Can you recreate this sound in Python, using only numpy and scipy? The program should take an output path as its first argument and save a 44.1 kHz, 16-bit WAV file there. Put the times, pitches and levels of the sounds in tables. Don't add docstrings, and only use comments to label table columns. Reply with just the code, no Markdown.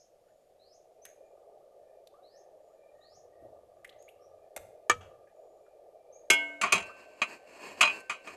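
import sys
import numpy as np
from scipy import signal
from scipy.fft import rfft, irfft
from scipy.io import wavfile

SR = 44100
rng = np.random.default_rng(int(sys.argv[2]) if len(sys.argv) > 2 else 0)


def transcribe(u):
    v = np.clip(np.atleast_2d(u).T, -1, 1)
    q = np.round(v * 32767).astype(np.int16)
    wavfile.write(sys.argv[1], SR, q)


N = 368676
TIME = np.arange(N) / SR

# f/Hz, relative level/dB
AIR_SPECTRUM = [(30, 5.5), (200, 1.5), (1000, -6.5), (3000, -10.5), (7000, -13), (13000, -14)]
STAND_SPECTRUM = [(20, -9.5), (50, -4.5), (95, 4), (140, -6.5), (250, -12), (400, -38)]
# f/Hz, bandwidth/Hz, level/dB
FAINT_TONES = [(1780, 130, -85.5), (2400, 100, -90), (6950, 350, -93)]
# t/s, duration/s, f/Hz, level/dB
CLEAR_SWELLS = [(2.773, .19, 2380, -78), (2.9, 0.24, 1850, -76.5), (3.3, 0.2, 1882, -76),
                (5.848, .5, 2360, -84.5)]
# t/s, level/dB
STAND_THUDS = [(3.129, -73), (3.4, -57.5), (4.57, -56), (4.905, -45), (6.311, -67.5), (6.73, -51.5),
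               (7.23, -81), (7.7, -65), (7.85, -61), (8.28, -63.5)]

# t/s from its onset, f/Hz, relative level/dB
WHISTLE_CONTOUR = [(0, 3700, -2), (.025, 4000, 5), (.06, 4400, 2.5), (.1, 4960, -0.5), (.135, 5320, 5),
                   (.16, 6500, 7.5), (.18, 6800, -5)]
# t/s, level/dB
BIRD_WHISTLES = [(-.15, -70.5), (0.587, -71), (2.222, -71.5), (3.003, -68.5)]
# t/s, f/Hz, level/dB
BIRD_CHIPS = [(1.018, 6300, -58.5), (1.045, 6500, -64.5), (3.985, 6600, -64.5), (4.209, 5650, -71),
              (6.123, 6440, -58)]

# f/Hz, relative gain/dB
SOUP_FILTER = [(120, -55), (200, -24), (291, -21), (342, -12), (409, -4), (605, 5), (724, 0), (909, -15.5),
               (995, -23.5), (1170, -16), (1230, -31), (1400, -39), (1820, -57), (3080, -120)]
# f/Hz, bandwidth/Hz, relative gain/dB
CAVITY_MODES = [(1194, 94, 6.5), (1700, 140, -12.5), (2390, 70, -15)]
# t/s, duration/s, gurgle level/dB, cavity level/dB
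LADLE_STIRS = [(2.84, 0.53, -70, -77.5), (3.306, 0.36, -55.5, -77), (3.53, 0.62, -91, -73.5),
               (4.08, 0.44, -86, -73.5), (4.903, .42, -58.5, -67.5)]
# t/s, f/Hz, level/dB, t60/s, share of splat (0-1)
SOUP_DROPS = [(0.278, 1350, -66, 0.12, 0.4), (1.058, 1780, -55.5, 0.19, 0.6),
              (1.206, 520, -44.5, 0.074, 0.1), (1.37, 1150, -67, 0.093, 0.3), (1.609, 1130, -67, .1, 0.2),
              (2.072, 3600, -48.5, 0.017, 0.97), (2.14, 1114, -55.5, 0.17, 0.15),
              (2.351, 1313, -75, 0.13, 0.4), (2.699, 1130, -64, .1, 0), (3.42, 304, -57, 0.37, 0.93),
              (3.846, 1850, -35, 0.037, 0.55), (3.893, 3236, -34.5, 0.019, 0.4),
              (3.926, 3200, -49, 0.011, 0.9), (3.96, 608, -42, .035, 0), (4.08, 2120, -47.5, 0.039, 0.17),
              (4.088, 2570, -45, 0.029, 0.23), (4.565, 560, -23.5, .035, 0.61), (5.27, 1600, -61, .15, .3),
              (5.659, 1256, -61.5, 0.095, 0.5), (6.894, 1115, -35.5, 0.071, 0.26)]
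# t/s, level/dB, t60/s, tilt/(dB per octave)
LADLE_TICKS = [(1.052, -37.5, 0.028, 1), (1.064, -43, 0.01, 2), (2.071, -54.5, 0.038, 4.5),
               (3.845, -47.5, 0.042, 3), (3.875, -54, 0.028, 2), (3.897, -52, 0.019, 6),
               (4.024, -52, 0.02, 3), (4.084, -55, 0.2, 17.5), (4.563, -30, 0.029, 2.5),
               (4.574, -36.5, 0.027, -1)]

# f/Hz, level/dB, t60/s
LADLE_PARTIALS = [(94.9, -37.5, 0.57), (351, -23.5, 0.098), (484, -24.5, 0.24), (929, -13, 0.061),
                  (1208.5, 1.5, 0.068), (1277, -14, 0.18), (1750, -5, 0.094), (1850, -8.5, 0.08),
                  (2323, -9.5, 0.083), (6500, -9, 0.026), (8000, -3.5, 0.013)]
LID_RING_PARTIALS = [(291, -31, 1.5), (668, -27, 1.5), (834, -22, .3), (947, -21, .55), (2180, -2, .53),
                     (2390, -9, .2), (2767, -11, .33), (2923, -12, .41), (3241, -10, .26), (3365, -13, .25),
                     (4043, -28, .24), (4447, -30, .3), (5001, -21, .2), (6342, -12, .11)]
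LID_PARTIALS = [(215, -26, .2), (291, -28, .25), (605, -16, .2), (678, -17, .21), (912, -17, .25),
                (1030, -11, .15), (1150, -11, .2), (1205, -10, .13), (1750, -15, .12), (1545, -30, 1.4),
                (2175, -24, .5), (2308, -8, .2), (2358, -7, .22), (2493, 2, .2), (2687, -15, .55),
                (2789, -14, .26), (2943, -9, .2), (3243, -8, .16), (3814, -21, .17), (4046, -16, .22),
                (4838, -21, .11), (5127, -22, .15), (6535, -21, .12)]
# f/Hz, level/dB, t60/s
LID_RING_DOUBLET = [(1540.9, -30, .5), (1551.1, -34, .8)]
# f/Hz, relative level/dB
TICK_SPECTRUM = [(150, -21), (620, 0.5), (1000, -2), (1400, 4.5), (2500, 3), (4500, -8), (8000, 0),
                 (13000, -5)]
LADLE_SPECTRUM = [(100, -32.5), (250, -10.5), (900, 2), (1800, -7), (3000, -5.5), (5000, -20), (6800, -7),
                  (9000, -25.5), (13000, -34.5)]
LID_RING_SPECTRUM = [(30, -24), (100, -19.5), (300, -9), (650, -2), (800, -19), (1250, -3.5), (1700, -9.5),
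                     (2500, 1), (4000, -12), (5600, -9), (6700, -2.5), (9000, -7.5), (13000, -18.5)]
LID_SPECTRUM = [(30, -27), (110, -14), (180, -11), (400, -8), (600, -3), (800, -2.5), (1150, 4.5),
                (1450, 0), (2500, 7), (3500, -13), (4400, -8), (5700, -16), (6600, -7), (8500, -15),
                (13000, -33)]
# t/s, clash level/dB, clash t60/s, tilt/(dB per octave), ring level/dB, factor on modal t60
LADLE_IMPACTS = [(4.8965, -15, 0.022, 5, -40, 1), (4.897, -21.5, 0.093, -1, -12, 0.88),
                 (4.914, -41.5, 0.15, -1, -20, .8), (5.008, -54, 0.39, -3, -72, 1)]
LID_RING_IMPACTS = [(6.3009, -13.5, 0.081, -0.51, -15.5, 1), (6.329, -26.5, 0.093, -1.2, -74.5, 0.28)]
LID_IMPACTS = [(6.613, -23.5, 0.13, 3, -29.5, 0.49), (6.634, -22.5, 0.21, -3, -38.5, 3.1),
               (6.7225, -15.5, 0.095, 5, -22, 0.82), (6.730, -29.5, 0.26, -14.5, -29, 0.88),
               (7.2172, -24, 0.11, -0.5, -20.5, 0.44), (7.808, -19.5, .07, 3.5, -21, 0.19),
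               (7.8105, -14, 0.098, 2, -21, 0.95), (8.002, -47.5, 0.057, 18, -71, 0.58),
               (8.096, -28.5, 0.16, 0, -38.5, 1.3), (8.272, -40, 0.16, -1, -42.5, 0.6)]
# t/s, clash level/dB, tilt/(dB per octave), ring level/dB
LID_RATTLES = [(6.755, -27, 1.5, -29.5), (7.828, -21, -0.5, -16.5)]
# f/Hz, relative level/dB
FRICTION_SPECTRUM = [(30, -31), (100, -17.5), (300, 0.5), (700, 5), (1100, 3), (1700, -4), (2000, -5),
                     (2650, 5.5), (3400, -28), (4500, -6.5), (5200, -16.5), (5900, -25), (6400, -12),
                     (8300, -15), (10000, -27), (13000, -25.5)]
# t/s, duration/s, level/dB
LID_SLIDES = [(6.809, .13, -58), (6.93, 0.16, -60.5), (7.24, 0.15, -54), (7.45, 0.59, -58),
              (7.566, 0.19, -52), (7.73, 0.3, -52), (8.225, 0.17, -54.5)]

STIR_EDGE_S, SLIDE_EDGE_S = 0.24, 0.066


def amp(db):
    return 10 ** (np.asarray(db) / 20)


def rms_one(x):
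    return x / np.sqrt(np.mean(x ** 2) + 1e-20)


def add(out, onset, sound):
    i = round(onset * SR)
    sound, i = sound[max(-i, 0):], max(i, 0)
    out[i:i + len(sound)] += sound[:N - i]


def decay(t, t60):
    return np.exp(-np.log(1000) * t / t60)


def rise(t, tau):
    return 1 - np.exp(-t / tau)


def stroke(onset, duration, edge_s):
    inside_s = np.minimum(TIME - onset, onset + duration - TIME)
    return np.sin(np.pi / 2 * np.clip(inside_s / edge_s, 0, 1))


def drift(per_s):
    knots = rng.standard_normal(1024)
    return rms_one(np.interp(TIME * per_s, np.arange(len(knots)), knots))


def impulses(per_s, spread_db=2.5):
    occurs = rng.random(N) < per_s / SR
    size = amp(spread_db * np.minimum(rng.exponential(1, N), 4))
    return occurs * size * rng.choice([-1, 1], N)


def resonate(x, hz, width, stages=1):
    r = np.exp(-np.pi * width / SR)
    numerator = np.array([1, 0, -1]) * (1 - r * r) / 2
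    denominator = [1, -2 * r * np.cos(2 * np.pi * hz / SR), r * r]
    for _ in range(stages):
        x = signal.lfilter(numerator, denominator, x + 1e-18)
    return x


def colour(x, spectrum, tilt_db=0):
    hz = np.fft.rfftfreq(len(x), 1 / SR)
    knot_hz, knot_db = np.transpose(spectrum)
    gain_db = np.interp(np.log(hz + 1), np.log(knot_hz), knot_db)
    octaves = np.log2(np.maximum(hz, 500) / 2000)
    return rms_one(irfft(rfft(x) * amp(gain_db + tilt_db * octaves), len(x)))


def mode_pattern():
    return np.clip(rng.standard_normal(2048), -1.8, 1.8)


def ripple(x, pattern, spacing_hz, depth_db=5):
    hz = np.fft.rfftfreq(len(x), 1 / SR)
    heights = np.interp(hz / spacing_hz, np.arange(len(pattern)), pattern)
    return rms_one(irfft(rfft(x) * amp(depth_db * heights), len(x)))


def echoes(x, t60, wet_db, tilt_db=0):
    t = TIME[:SR]
    noise = colour(rng.standard_normal(SR), [(100, 0.003), (10000, 0)], tilt_db)
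    response = noise * decay(t, t60) * rise(t, 0.0071)
    return amp(wet_db) * signal.fftconvolve(x, response / np.linalg.norm(response))[:len(x)]


def narrow_noise(hz, width, samples=N):
    return rms_one(resonate(rng.standard_normal(samples), hz, width, stages=2))


def background():
    out = amp(-76.5) * colour(rng.standard_normal(N), AIR_SPECTRUM)
    for hz, width, db in FAINT_TONES:
        out += amp(db) * np.maximum(drift(per_s=6.3), 0) * narrow_noise(hz, width)
    for onset, duration, hz, db in CLEAR_SWELLS:
        out += amp(db) * stroke(onset, duration, duration / 2) * narrow_noise(hz, width=79)
    return out


def stand_rumble():
    stirring = sum(stroke(onset, duration, STIR_EDGE_S) for onset, duration, *_ in LADLE_STIRS)
    shake = amp(-91) + amp(-80.5) * stirring
    t = TIME[:SR]
    for onset, db in STAND_THUDS:
        add(shake, onset, amp(db) * rise(t, 0.047) * decay(t, t60=0.46))
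    return shake * colour(rng.standard_normal(N), STAND_SPECTRUM)


def bird_note(contour):
    knot_s, hz, db = np.transpose(contour)
    t = TIME[:int(knot_s[-1] * SR)]
    burr = np.interp(t * 500, np.arange(256), rng.normal(0, .025, 256))
    pitch = np.interp(t, knot_s, hz) * (1 + burr)
    envelope = amp(np.interp(t, knot_s, db)) * signal.windows.tukey(len(t), .15)
    return envelope * np.sin(2 * np.pi * np.cumsum(pitch) / SR)


def bird():
    calls = [(onset, db, WHISTLE_CONTOUR) for onset, db in BIRD_WHISTLES]
    for onset, hz, db in BIRD_CHIPS:
        calls.append((onset, db, [(0, hz * .95, -4), (.025, hz, 0), (.05, hz * 1.04, -4)]))
    out = np.zeros(N)
    for onset, db, contour in calls:
        note = np.pad(bird_note(contour), (0, SR // 2))
        add(out, onset, amp(db) * (amp(-2) * note + echoes(note, t60=0.31, wet_db=-0.5)))
    return out


def simmer():
    start_db, growth_s, swell_db = -9, 1.25, 0.93
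    vigour = amp(start_db * np.maximum(1 - TIME / growth_s, 0) - swell_db * drift(per_s=5.5))
    gurgle_gain, cavity_gain = amp(-57.5) * vigour, amp(-85) * vigour
    for onset, duration, gurgle_db, cavity_db in LADLE_STIRS:
        effort = stroke(onset, duration, STIR_EDGE_S)
        gurgle_gain = np.hypot(gurgle_gain, amp(gurgle_db) * effort)
        cavity_gain = np.hypot(cavity_gain, amp(cavity_db) * effort)
    pops = impulses(per_s=800)
    pitches = np.geomspace(300, 1000, 14)
    pitch_index = rng.integers(0, len(pitches), N)
    bubbles = sum(resonate(pops * (pitch_index == k), hz, hz / 9) / np.sqrt(hz)
                  for k, hz in enumerate(pitches))
    bursts = impulses(per_s=260)
    cavity = sum(amp(db + 1.5 * drift(per_s=10)) * resonate(bursts, hz, width, stages=2)
                 for hz, width, db in CAVITY_MODES)
    return gurgle_gain * colour(bubbles, SOUP_FILTER) + cavity_gain * rms_one(cavity)


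def drops():
    out, t = np.zeros(N), TIME[:SR // 5]
    for onset, hz, db, t60, splat_share in SOUP_DROPS:
        pitch = hz * (1 + .8 * np.minimum(t / t60, 1))
        bubble = np.sin(2 * np.pi * np.cumsum(pitch) / SR)
        splat = narrow_noise(hz, hz / 2, len(t))
        drop = (1 - splat_share) * bubble + splat_share * splat
        add(out, onset, amp(db) * drop * decay(t, t60) * rise(t, 0.0015))
    return out


def clash(spectrum, pattern, t60, tilt_db):
    t = TIME[:SR // 2]
    noise = colour(rng.standard_normal(len(t)), spectrum, tilt_db)
    dense = ripple(noise, pattern, spacing_hz=68.3)
    low = signal.sosfiltfilt(signal.butter(2, 3600, fs=SR, output="sos"), dense)
    treble = dense - low
    crack = 1 + amp(-2) * np.exp(-t / 0.0028)
    return (low * decay(t, t60) + treble * decay(t, 0.89 * t60)) * rise(t, 0.0021) * crack


def ladle_ticks():
    out = np.zeros(N)
    for onset, db, t60, tilt_db in LADLE_TICKS:
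        add(out, onset, amp(db) * clash(TICK_SPECTRUM, mode_pattern(), t60, tilt_db))
    return out


def struck(impacts, modes, spectrum, spread_db):
    out, t = np.zeros(N), TIME[:SR]
    pattern = mode_pattern()
    hz, mode_db, mode_t60 = np.transpose(modes)[:, :, None]
    for onset, clash_db, clash_t60, tilt_db, ring_db, t60_factor in impacts:
        weights = amp(ring_db + mode_db + spread_db * rng.standard_normal(hz.shape))
        lead_s = rng.uniform(.003, .012)
        partials = np.sin(2 * np.pi * hz * (t + lead_s)) * decay(t, mode_t60 * t60_factor)
        add(out, onset, (weights * partials).sum(axis=0) * rise(t, 0.00064))
        add(out, onset, amp(clash_db) * clash(spectrum, pattern, clash_t60, tilt_db))
    return out


def ladle_knock():
    return struck(LADLE_IMPACTS, LADLE_PARTIALS, LADLE_SPECTRUM, spread_db=2)


def lid_drag():
    grit = impulses(per_s=6000 * amp(4 * drift(per_s=30)))
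    ringing = sum(amp(db) * t60 * resonate(grit, hz, width=np.log(1000) / (np.pi * t60))
                  for hz, db, t60 in LID_PARTIALS)
    rasp = ripple(colour(grit, FRICTION_SPECTRUM), mode_pattern(), spacing_hz=130)
    lid_down_s, creep_db = 6.8, -67.5
    motion = amp(creep_db) * np.clip((TIME - lid_down_s) / SLIDE_EDGE_S, 0, 1)
    for onset, duration, db in LID_SLIDES:
        motion = np.maximum(motion, amp(db) * stroke(onset, duration, SLIDE_EDGE_S))
    return motion * (amp(-6) * rms_one(ringing) + amp(3.5) * rasp)


def lid_clatter():
    gap_s, loss_db, clash_t60, t60_factor = .023, 5.5, 0.092, 0.58
    bounces = [(onset + k * gap_s, clash_db - k * loss_db, clash_t60,
                tilt_db, ring_db - k * loss_db, t60_factor)
               for onset, clash_db, tilt_db, ring_db in LID_RATTLES for k in range(4)]
    return struck(LID_IMPACTS + bounces, LID_PARTIALS, LID_SPECTRUM, spread_db=2)


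def lid_ring():
    out = struck(LID_RING_IMPACTS, LID_RING_PARTIALS, LID_RING_SPECTRUM, spread_db=.2)
    t = TIME[:SR // 2]
    in_phase_s = .03
    beating = sum(amp(db) * np.sin(2 * np.pi * hz * (t - in_phase_s)) * decay(t, t60)
                  for hz, db, t60 in LID_RING_DOUBLET)
    shimmer = amp(-46) * clash(LID_RING_SPECTRUM, mode_pattern(), t60=0.88, tilt_db=-6)
    add(out, LID_RING_IMPACTS[0][0], beating + shimmer)
    return out


def scene():
    ladle = ladle_knock()
    handled_lid = lid_clatter() + lid_drag()
    touches = ladle_ticks() + drops()
    direct = ladle + lid_ring() + handled_lid + touches
    yard = echoes(direct, t60=.45, wet_db=-35, tilt_db=-.8)
    yard += echoes(touches, t60=0.51, wet_db=-13, tilt_db=-1.3)
    return (direct + yard + simmer() + bird() + stand_rumble() + background())[None]


def record(dry):
    cutoff_hz = 13300
    return signal.sosfilt(signal.ellip(10, .2, 70, cutoff_hz, fs=SR, output="sos"), dry)


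dry = scene()
out = record(dry)
transcribe(out)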